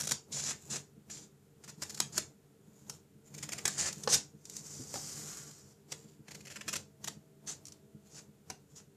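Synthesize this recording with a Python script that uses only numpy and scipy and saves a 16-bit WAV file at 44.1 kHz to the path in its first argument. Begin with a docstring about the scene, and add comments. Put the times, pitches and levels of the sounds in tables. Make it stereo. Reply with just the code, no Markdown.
"""Small scissors trim a cardstock shape above a desk in a small room.
The blades tear short bursts of fibres, made as random impulses, and rasp along the cut edge in gated strokes.
The sheet hisses and crinkles in the fingers as filtered impulses; its knocks and flexes ring damped modes.
Hand bumps ring desk modes over a rustle of noise that grows with the work.
Room reflections, still air, humming bands and a thin wavering whine complete the scene."""
import sys
import numpy as np
from scipy import signal
from scipy.fft import rfft, irfft, next_fast_len
from scipy.io import wavfile
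from scipy.ndimage import uniform_filter1d, map_coordinates

SR = 44100
rng = np.random.default_rng(int(sys.argv[2]) if len(sys.argv) > 2 else 0)


def master(y):
    """Save y as 16-bit WAV."""
    cut = np.clip(np.atleast_2d(y).T, -1, 1)
    pcm = np.round(cut * 32767)  # scale
    wavfile.write(sys.argv[1], SR, pcm.astype(np.int16))


N = 395136

# Bites of the blades. Each row: start in seconds, length in seconds, crunch level in dB,
# sheet body in dB relative to the crunch (before body_db).
BITES = [(0.001, 0.012, -33, -11), (0.019, 0.0037, -35, -12), (0.034, 0.0072, -38.5, -10),
         (0.046, 0.011, -39, -13), (0.072, 0.0042, -29.5, -11.5), (0.09, 0.0077, -35, -13),
         (0.111, 0.0045, -26, -10), (0.119, 0.0026, -22, -10), (1.099, 0.0074, -47, -6),
         (1.638, 0.011, -48, -8.5), (1.678, 0.027, -48, -7), (1.82, 0.016, -35.5, -8),
         (1.896, .013, -41, -11.5), (1.945, 0.0066, -41, -17), (1.975, .004, -43.5, -4.5),
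         (2.002, 0.0026, -18, -9.5), (2.179, .005, -23.5, -11), (2.897, 0.0046, -35, -14),
         (3.341, 0.011, -47.5, -7.5), (3.38, 0.01, -44.5, -7.5), (3.427, 0.014, -38.5, -6),
         (3.49, 0.0037, -38.5, 1.5), (3.521, 0.015, -37.5, -2.5), (3.58, 0.013, -42, -1.5),
         (3.655, 0.0018, -17, -9.5), (3.678, 0.0049, -24.5, -7), (3.928, 0.0027, -36.5, -17),
         (4.036, 0.0053, -36, -14), (4.124, .01, -27, -10), (4.138, .008, -19.5, -20),
         (5.92, 0.0066, -35, -9), (6.282, 0.0056, -49, 0), (6.309, 0.013, -47, -6),
         (6.347, 0.0092, -44, -7), (6.407, .005, -50.5, -6), (6.452, 0.0079, -50.5, -6),
         (6.47, 0.013, -49, -3), (6.501, 0.026, -48.5, -4), (6.559, 0.013, -44.5, -0.5),
         (6.61, 0.0078, -45.5, 2), (6.68, 0.015, -34, -4.5), (6.73, .012, -33, -7),
         (6.756, 0.012, -33.5, -7), (7.043, 0.0044, -34.5, -9), (7.075, 0.0097, -35, -7),
         (8.501, 0.0044, -38, -1)]
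# Sliding strokes of the blades. Each row: start in seconds, end in seconds, rasp level in dB,
# swell from start to end in dB, sheet body in dB relative to the rasp (before body_db).
BLADE_STROKES = [(.325, 0.408, -38, 3, -11), (0.422, .512, -37, 5, -6), (.705, 0.766, -37.5, 2.5, -7.5),
                 (1.111, 1.253, -53, -14.5, -13), (2.125, 2.177, -48, 9, -8), (3.7, 3.77, -46.5, 1, -6.5),
                 (3.783, 3.887, -34.5, -4, -5), (4.092, 4.152, -29, 8, -12),
                 (7.475, 7.525, -41.5, -3.5, -9), (8.105, 8.187, -55, 14, -9.5),
                 (8.763, 8.797, -54, -7, -7)]
STROKE_ATTACK_S, STROKE_RELEASE_S = 0.01, 0.028  # time to gain or lose 20 dB
TIP_BODY_DB = 6  # extra swell of the sheet body as the cut runs out to the tips
# The sheet slides through the fingers as it is turned.
# Each row: start in seconds, end in seconds, level in dB before hiss_db or crinkle_db, swell in dB.
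SHEET_TURNS = [(4.525, 4.565, -49.5, 7), (4.66, 4.82, -49.5, 3.5), (4.95, 5.41, -45, -3.5),
               (5.49, 5.72, -61, -12.5)]
TURN_ATTACK_S, TURN_RELEASE_S = 0.13, 0.11  # time to gain or lose 20 dB
# Faint rubbing of the steel blades at the pivot.
# Each row: start in seconds, end in seconds, level in dB before pivot_db, swell in dB.
PIVOT_RUBS = [(.6, .68, -60, 7), (1.81, 2, -58.5, 3), (2.64, 2.97, -69, 16), (3.27, 4.04, -60.5, 10.5),
              (5.91, 6.14, -67, -7), (6.3, 6.62, -64.5, 2), (8.05, 8.15, -67, 5), (8.71, 8.78, -67, 6)]
PIVOT_ATTACK_S, PIVOT_RELEASE_S = 0.047, 0.046  # time to gain or lose 20 dB
# The stiff sheet knocks against blade or hand.
# Each row: start in seconds, strength in dB before each part's gain, pitch of the struck flap in Hz.
SHEET_KNOCKS = [(0.118, -33.5, 930), (1.822, -43, 607), (2.002, -31, 986), (2.179, -32, 632),
                (3.653, -27, 1565), (4.075, -20, 487), (4.078, -26.5, 857), (4.096, -32, 480),
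                (4.121, -38, 541.6), (4.152, -35, 813), (4.941, -32.5, 560), (4.957, -32, 800),
                (4.976, -40, 780), (5.922, -38, 506), (8.502, -35, 760)]
# Light ticks of the card's edge. Each row: start in seconds, strength in dB before tick_db.
EDGE_TICKS = [(4.454, -38.5), (4.498, -35), (4.567, -33), (4.94, -31), (5.512, -44), (7.654, -41),
              (7.668, -40), (7.683, -40), (7.722, -42.5)]
# Soft bumps of the hands. Each row: start in seconds, strength in dB before bump_db.
HAND_BUMPS = [(0.965, -41), (1.775, -40.5), (2.675, -46), (2.815, -45), (3.15, -44), (3.431, -38),
              (3.968, -37), (4.336, -39.5), (4.545, -42), (5.17, -40), (6.044, -38.5), (6.192, -38.5),
              (6.656, -37.5), (7.029, -40), (7.159, -35), (7.36, -47.5), (7.944, -37.5), (8.281, -43),
              (8.87, -46)]
# Every bite jolts the hands: dB (before bump_db) for a 0 dB crunch, and dB per dB of crunch.
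JOLT_DB, JOLT_GROWS = -32.5, 0.35
# The whole sheet buckles as it is turned or let go. Each row: start in seconds, strength in dB.
SHEET_FLEXES = [(4.176, -41.5), (4.794, -30.5), (4.946, -32.5), (8.503, -42)]

# Spectrum of torn fibres. Each row: frequency in Hz, relative level in dB.
CRUNCH_SPECTRUM = [(200, -35), (1000, -19.5), (2500, -12), (4000, -5), (5500, -1), (7000, -4), (8500, -7.5),
                   (11000, -12.5), (14500, -22)]
# Spectrum of the sheet's crackle. Each row: frequency in Hz, relative level in dB.
BODY_SPECTRUM = [(100, -9.5), (350, -6.5), (650, -5.5), (1200, -6), (1700, -1.5), (2800, -2.5),
                 (4500, -17.5), (9000, -38.5)]
# Spectrum of steel on the cut edge. Each row: frequency in Hz, relative level in dB.
RASP_SPECTRUM = [(200, -25), (1000, -28.5), (2500, -13.5), (4000, -4), (5700, 0), (7000, 0), (8500, -7.5),
                 (11000, -13.5), (14500, -34.5)]
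# Spectrum of card on skin. Each row: frequency in Hz, relative level in dB.
HISS_SPECTRUM = [(300, -13.5), (800, -18.5), (1300, -13.5), (2400, -15), (3600, -13), (5500, -4.5),
                 (7000, -5), (8800, -10.5), (11000, -16.5), (14500, -23.5)]
# Spectrum of blade on blade. Each row: frequency in Hz, relative level in dB.
STEEL_SPECTRUM = [(700, -13.5), (2000, -14), (3500, -10.5), (6000, -10.5), (7200, -4.5), (8200, -13),
                  (14000, -19.5)]
# Spectrum of a knock's contact. Each row: frequency in Hz, relative level in dB.
CRACK_SPECTRUM = [(150, -34), (500, -4.5), (1300, 1.5), (2500, -6), (5000, -2.5), (7500, -18.5),
                  (14000, -33)]
# Spectrum of the low rustle of the hands. Each row: frequency in Hz, relative level in dB.
RUSTLE_SPECTRUM = [(25, -36), (55, -25), (90, -4), (115, -16.5), (143, 2), (178, -12), (208, -2.5),
                   (250, -22.5), (305, -10), (350, -19), (450, -12), (520, -22), (900, -24), (2000, -37.5)]
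# Spectrum of still air. Each row: frequency in Hz, relative level in dB.
AIR_SPECTRUM = [(25, -12), (140, -3.5), (450, -15.5), (600, -16), (900, -23), (1200, -24.5), (1380, -19.5),
                (1600, -23.5), (4500, -28.5), (7000, -27.5), (14500, -30)]

# Bending modes of the held sheet. Each row: frequency in Hz, width in Hz, relative level in dB.
SHEET_MODES = [(400, 67, -2), (506, 200, -6), (764, 45, -3), (1000, 120, 4.5), (1570, 307, 8),
               (2160, 970, -2.5)]
# Lowest modes of the buckling sheet. Each row: frequency in Hz, width in Hz, relative level in dB.
BUCKLE_MODES = [(123, 26, 2.5), (258, 19.4, -1.5), (337, 21, -6), (444, 11, -13), (560, 50, -11)]
# Resonances of the desk. Each row: frequency in Hz, width in Hz, relative level in dB.
DESK_MODES = [(92, 13, -20), (146.7, 22, -3), (211.6, 15, -8.5), (310.3, 17, -14.5), (447, 42, -12.5)]
# Humming bands of the room. 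Each row: frequency in Hz, width in Hz, relative level in dB.
HUM_BANDS = [(145, 19, -2), (206.5, 16, -3), (289, 23, -11), (394.7, 18, -5.5), (453.2, 17, -6)]
# The faint whine comes and goes. Each row: start in seconds, end in seconds, level in dB, swell in dB.
WHINE_SPANS = [(6.7, 8.2, -78, -0.5)]
WHINE_FADE_S = 0.3  # time to gain or lose 20 dB

# Decay of the wall reflections. Each row: frequency in Hz, time to fall 60 dB in seconds.
ROOM_DECAY = [(150, 0.33), (1000, 0.22), (4000, 0.21), (7000, 0.24), (14000, 0.097)]
# Likeness of diffuse sound at the two ears. Each row: frequency in Hz, left-right correlation.
EAR_LIKENESS = [(25, 0.52), (110, 0.96), (400, 0.74), (1000, 0.28), (2500, 0.06), (10000, .05)]
# Where the scissors work. Each row: time in seconds, left-minus-right level in dB.
WORK_PLACE = [(0, -1), (3, -3), (4.2, -2), (5.4, -2), (6.3, 1), (7.5, -2.5), (8.901, -1)]
# Unequal ears of the microphone. 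Each row: frequency in Hz, left-minus-right level in dB.
EAR_BALANCE = [(100, -1.5), (1000, 2.5), (2500, 1.5), (4500, 5.5), (7000, -5.5), (10000, -3.5),
               (14000, -2.5)]
TOP_HZ = 14900  # nothing passes above this


def snips(crunch_db=0, body_db=1, rise=0.00064, fall=0.0021, scrape_db=-17, approach=0.015):
    """Brittle fracture: after a scrape, fibres tear in a burst and the sheet adds a lower crackle; times in s."""
    crunch, body = np.zeros(N), np.zeros(N)
    catching = amp(1.9 * wobble(600))
    for s, length, db, sheet_db in BITES:
        first = max(int((s - 0.04) * SR), 0)
        span = np.arange(first, int((s + length + 0.02) * SR))
        t = span / SR - s
        bite = np.exp(np.minimum(t, 0) / rise)
        # a slow bite scrapes more on its way in than a quick snap
        slowness = min(length / 0.0055, 1) ** 2
        scrape = amp(scrape_db) * slowness * np.exp(np.minimum(t, 0) / approach)
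        release = np.exp(-np.maximum(t - length, 0) / fall)
        burst = catching[span] * np.maximum(bite, scrape) * release
        # the energy of a burst follows its length
        burst *= np.sqrt(length * SR / (np.sum(burst ** 2) + 1e-12))
        crunch[span] += amp(db + crunch_db) * burst
        body[span] += amp(db + sheet_db + body_db) * burst
    tearing = coloured(crunch * fibres(rate=12000, spread_db=3.0), CRUNCH_SPECTRUM)
    crackle = coloured(body * fibres(rate=9000, spread_db=2), BODY_SPECTRUM)
    return tearing + crackle


def strokes(rasp_db=0, body_db=-1, catch_db=1.0, slip_db=0.5, grip_db=1.15, tear_db=2.5):
    """Stick-slip friction: steel catches and slips along the cut edge; tearing shakes the sheet unevenly."""
    drag = unit(amp(grip_db * wobble(45) + catch_db * wobble(150) + slip_db * wobble(700)))
    edge, sheet = [], []
    for start, end, db, swell, sheet_db in BLADE_STROKES:
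        edge.append((start, end, db + rasp_db, swell))
        sheet.append((start, end, db + sheet_db + body_db, swell + TIP_BODY_DB))
    rasp = drag * level(edge, STROKE_ATTACK_S, STROKE_RELEASE_S)
    shaking = unit(amp(tear_db * wobble(300)))
    body = drag * shaking * level(sheet, STROKE_ATTACK_S, STROKE_RELEASE_S)
    rasping = coloured(rasp * fibres(rate=9000, spread_db=4.0), RASP_SPECTRUM)
    return rasping + coloured(body * fibres(rate=2000, spread_db=2.5), BODY_SPECTRUM)


def rubbing(hiss_db=-0.5, pivot_db=1, crinkle_db=-14):
    """Sliding friction: dense fine contacts hiss on skin and steel; sparse ones crinkle in the bending card."""
    sliding = level(SHEET_TURNS, TURN_ATTACK_S, TURN_RELEASE_S)
    skin = sliding * fibres(rate=6000, spread_db=3) * amp(hiss_db + 1.5 * wobble(80))
    crinkle = sliding * fibres(rate=270, spread_db=8) * amp(crinkle_db)
    pivot = level(PIVOT_RUBS, PIVOT_ATTACK_S, PIVOT_RELEASE_S)
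    steel = pivot * fibres(rate=4200, spread_db=8.0) * amp(pivot_db + 2.8 * wobble(46))
    hiss = coloured(skin, HISS_SPECTRUM)
    return hiss + coloured(crinkle, CRUNCH_SPECTRUM) + coloured(steel, STEEL_SPECTRUM)


def knocks(sheet_db=-4, sheet_t60=0.11, flap_db=-2, flap_t60=0.039,
           crack_db=-3, crack_t60=0.022, tick_db=-1, tick_t60=0.023):
    """Impact excitation: a knock cracks and rings flap and bending modes; an edge tick is only a brief crackle."""
    sheet, contact, edge = np.zeros((3, N))
    t = np.arange(SR // 8) / SR
    for s, db, hz in SHEET_KNOCKS:
        flap = amp(flap_db - 60 * t / flap_t60) * np.sin(2 * np.pi * hz * t)
        # sheet_t60 damps the modes on top of their own decay
        bending = amp(sheet_db - 60 * t / sheet_t60) * ring(SHEET_MODES, t, scatter_db=5.5)
        add(sheet, s, amp(db) * (flap + bending))
        add(contact, s, amp(db + crack_db - 60 * t / crack_t60))
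    for s, db in EDGE_TICKS:
        add(edge, s, amp(db + tick_db - 60 * t / tick_t60))
    crack = coloured(contact * fibres(rate=16000, spread_db=0.5, shared=0.27), CRACK_SPECTRUM)
    ticks = coloured(edge * fibres(rate=11000, spread_db=2.0), CRUNCH_SPECTRUM)
    return sheet + crack + ticks


def hands(work, bump_db=1, soft=0.0075, rest_db=-70, busy_db=-32, follows=0.48, effort_s=0.087):
    """Soft excitation: gradual pushes ring desk and sheet; a low uneven rustle grows with the work of the hands."""
    desk, t = np.zeros(N), np.arange(SR // 4) / SR
    push = 1 - np.exp(-t / soft)
    jolts = [(s, JOLT_DB + JOLT_GROWS * db) for s, _, db, _ in BITES]
    for s, db in HAND_BUMPS + jolts:
        add(desk, s, amp(db + bump_db) * push * ring(DESK_MODES, t, scatter_db=1.0))
    for s, db in SHEET_FLEXES:
        add(desk, s, amp(db) * push * ring(BUCKLE_MODES, t, scatter_db=0.5))
    effort = uniform_filter1d(np.abs(work).mean(axis=0), int(effort_s * SR) + 1)
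    rustle = np.hypot(amp(rest_db), amp(busy_db) * np.abs(effort) ** follows)
    noise = rush(lambda hz: amp(along(RUSTLE_SPECTRUM, hz)))
    return desk + rustle * amp(2.4 * wobble(16)) * noise


def room(x, near_db=-6, near_t60=0.007, tail_db=-8, lag=0.00015):
    """Propagation: the right ear leads by lag (s); reflections are redrawn every third of a second and crossfaded."""
    hop = SR // 3
    # overlapping pieces, each with a new echo; the squared fades sum to one
    fade = np.sin(np.pi * np.arange(2 * hop) / (2 * hop))
    padded = np.pad(x, [(0, 0), (hop, 2 * hop)])
    wet = np.zeros((2, N + hop))
    for i in range(0, N + hop, hop):
        piece = padded[:, i:i + 2 * hop] * fade
        add(wet, i / SR, signal.fftconvolve(piece, echo(near_db, near_t60, tail_db), axes=1))
    late_left_early_right = np.array([[1], [-1]])
    direct = filtered(x, lambda hz: np.exp(-1j * np.pi * hz * lag * late_left_early_right))
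    return (direct + diffuse(wet[:, hop:])) / np.sqrt(1 + amp(near_db) ** 2 + amp(tail_db) ** 2)


def echo(near_db, near_t60, tail_db):
    """Reverberant decay: quick scatter from desk and hands, then the walls, as a stereo impulse response."""
    hz, t, z = signal.stft(rng.standard_normal((2, SR // 4)), SR, nperseg=256)
    decay = amp(-60 * t / along(ROOM_DECAY, hz)[:, None])
    tail = signal.istft(z * decay, SR, nperseg=256)[1]
    near = rng.standard_normal(tail.shape) * amp(-60 * np.arange(tail.shape[1]) / SR / near_t60)
    near /= np.linalg.norm(near, axis=1, keepdims=True)
    tail /= np.linalg.norm(tail, axis=1, keepdims=True)
    return amp(near_db) * near + amp(tail_db) * tail


def background(air_db=-67, hum_db=-65, whine_hz=648):
    """Stationary noise and a tone: still air, resonant bands of hum and a thin phase-wavering whine."""
    def bands(f):
        return sum(amp(db) / (1 + (2 * (f - hz) / width) ** 2) for hz, width, db in HUM_BANDS)

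    air = amp(air_db) * rush(lambda hz: amp(along(AIR_SPECTRUM, hz)))
    phase = 2 * np.pi * whine_hz * np.arange(N) / SR + 0.58 * wobble(37)
    whine = level(WHINE_SPANS, WHINE_FADE_S, WHINE_FADE_S) * np.sqrt(2) * np.sin(phase)
    return air + amp(hum_db) * rush(bands) + whine


def fibres(rate, spread_db, shared=0.56):
    """Shot noise of rms 1: rate snaps a second at each ear; the wide sheet sends some to both, some to one."""
    snaps = (rng.random((3, N)) < rate / SR / 2) * rng.choice([-1, 1], (3, N))
    both, *own = snaps * amp(spread_db * np.clip(rng.standard_normal((3, N)), -2, 2))
    return unit(np.sqrt(shared) * both + np.sqrt(1 - shared) * np.array(own))


def ring(modes, t, scatter_db):
    """Modal superposition: one blow excites damped resonances, each at a new strength; peak 1."""
    hz, width, db = np.transpose(modes)[:, :, None]
    strength = amp(db + scatter_db * rng.standard_normal(hz.shape)) * rng.choice([-1, 1], hz.shape)
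    partials = strength * np.exp(-np.pi * width * t) * np.sin(2 * np.pi * hz * t)
    wave = np.sum(partials, axis=0)
    return wave / np.abs(wave).max()


def rush(gain):
    """Diffuse field: stereo noise of rms 1 with a gain by frequency, alike on both sides in the bass."""
    return unit(filtered(diffuse(rng.standard_normal((2, N))), gain))


def diffuse(pair):
    """Spatial coherence: two unrelated signals become left and right; long waves reach both ears alike."""
    def mid_side(hz):
        turn = np.arccos(np.clip(along(EAR_LIKENESS, hz), -1, 1)) / 2
        return np.array([np.cos(turn), np.sin(turn)])

    mid, side = filtered(pair, mid_side)
    return np.array([mid + side, mid - side])


def level(rows, attack, release):
    """Envelope in dB: (start, end, dB, swell) gestures attack, hold with a swell, release; powers add."""
    t, gain = np.arange(N) / SR, np.zeros(N)
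    for start, end, db, swell in rows:
        near = slice(max(int((start - 3 * attack) * SR), 0), int((end + 3 * release) * SR))
        hold = np.interp(t[near], [start, end], [db - swell / 2, db + swell / 2])
        outside = np.maximum(start - t[near], 0) / attack + np.maximum(t[near] - end, 0) / release
        gain[near] = np.hypot(gain[near], amp(hold - 20 * outside))
    return gain


def wobble(rate):
    """Slow random modulation: straight lines between random knots, rate knots a second."""
    knots = rng.standard_normal(int(N * rate / SR) + 4)
    return map_coordinates(knots, [np.arange(N) * rate / SR], order=1)


def filtered(x, response):
    """Linear filtering: the spectrum of x times a complex response of frequency."""
    m = next_fast_len(N + SR // 2, True)
    return irfft(rfft(x, m) * response(np.fft.rfftfreq(m, 1 / SR)), m)[..., :N]


def coloured(x, spectrum, size=1024):
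    """Minimum-phase filtering: causal colouring that keeps the power of white noise."""
    cepstrum = irfft(np.log(amp(along(spectrum, np.fft.rfftfreq(size, 1 / SR)))))
    # folding the cepstrum forward in time makes the filter causal
    fold = np.r_[1, np.full(size // 2 - 1, 2), 1, np.zeros(size // 2 - 1)]
    kernel = irfft(np.exp(rfft(cepstrum * fold)))
    kernel /= np.linalg.norm(kernel)
    return signal.oaconvolve(np.atleast_2d(x), kernel[None], axes=1)[:, :N]


def along(points, hz):
    """Logarithmic frequency scale: (Hz, value) points interpolated on a log axis."""
    f, v = np.transpose(points)
    return np.interp(np.log(hz + 1), np.log(f + 1), v)


def add(track, s, sound):
    """Superposition: mix a sound into a track at time s."""
    part = track[..., max(round(s * SR), 0):][..., :sound.shape[-1]]
    part += sound[..., :part.shape[-1]]


def amp(db):
    """Level to amplitude: decibels become a gain."""
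    return 10 ** (np.asarray(db) / 20)


def unit(x):
    """Normalised power: scale to rms 1."""
    return x / np.sqrt(np.mean(x ** 2) + 1e-20)


def scene():
    """Superposition: scissors and card in the room, over the hands and the background."""
    place_db = np.interp(np.arange(N) / SR, *np.transpose(WORK_PLACE))
    balance = amp([place_db / 2, -place_db / 2])
    cutting = room(snips() + strokes() + rubbing() + knocks()) * balance
    return cutting + hands(cutting) + background()


def record(dry, peak_hz=7100, width_hz=800, boost=0.52, low_hz=42):
    """Transducer response: bass roll-off, a presence peak, unequal ears and a steep band limit."""
    def microphone(f):
        resonance = 1j * f * width_hz
        presence = 1 + boost * resonance / (peak_hz ** 2 - f ** 2 + resonance)
        ears = amp(along(EAR_BALANCE, f) * np.array([[0.5], [-0.5]]))
        return presence * ears * (1j * f / (low_hz + 1j * f)) ** 2

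    heard = filtered(dry, microphone)
    return filtered(heard, lambda hz: np.clip((TOP_HZ - hz) / 300, 0, 1))


dry = scene()
out = record(dry)
master(out)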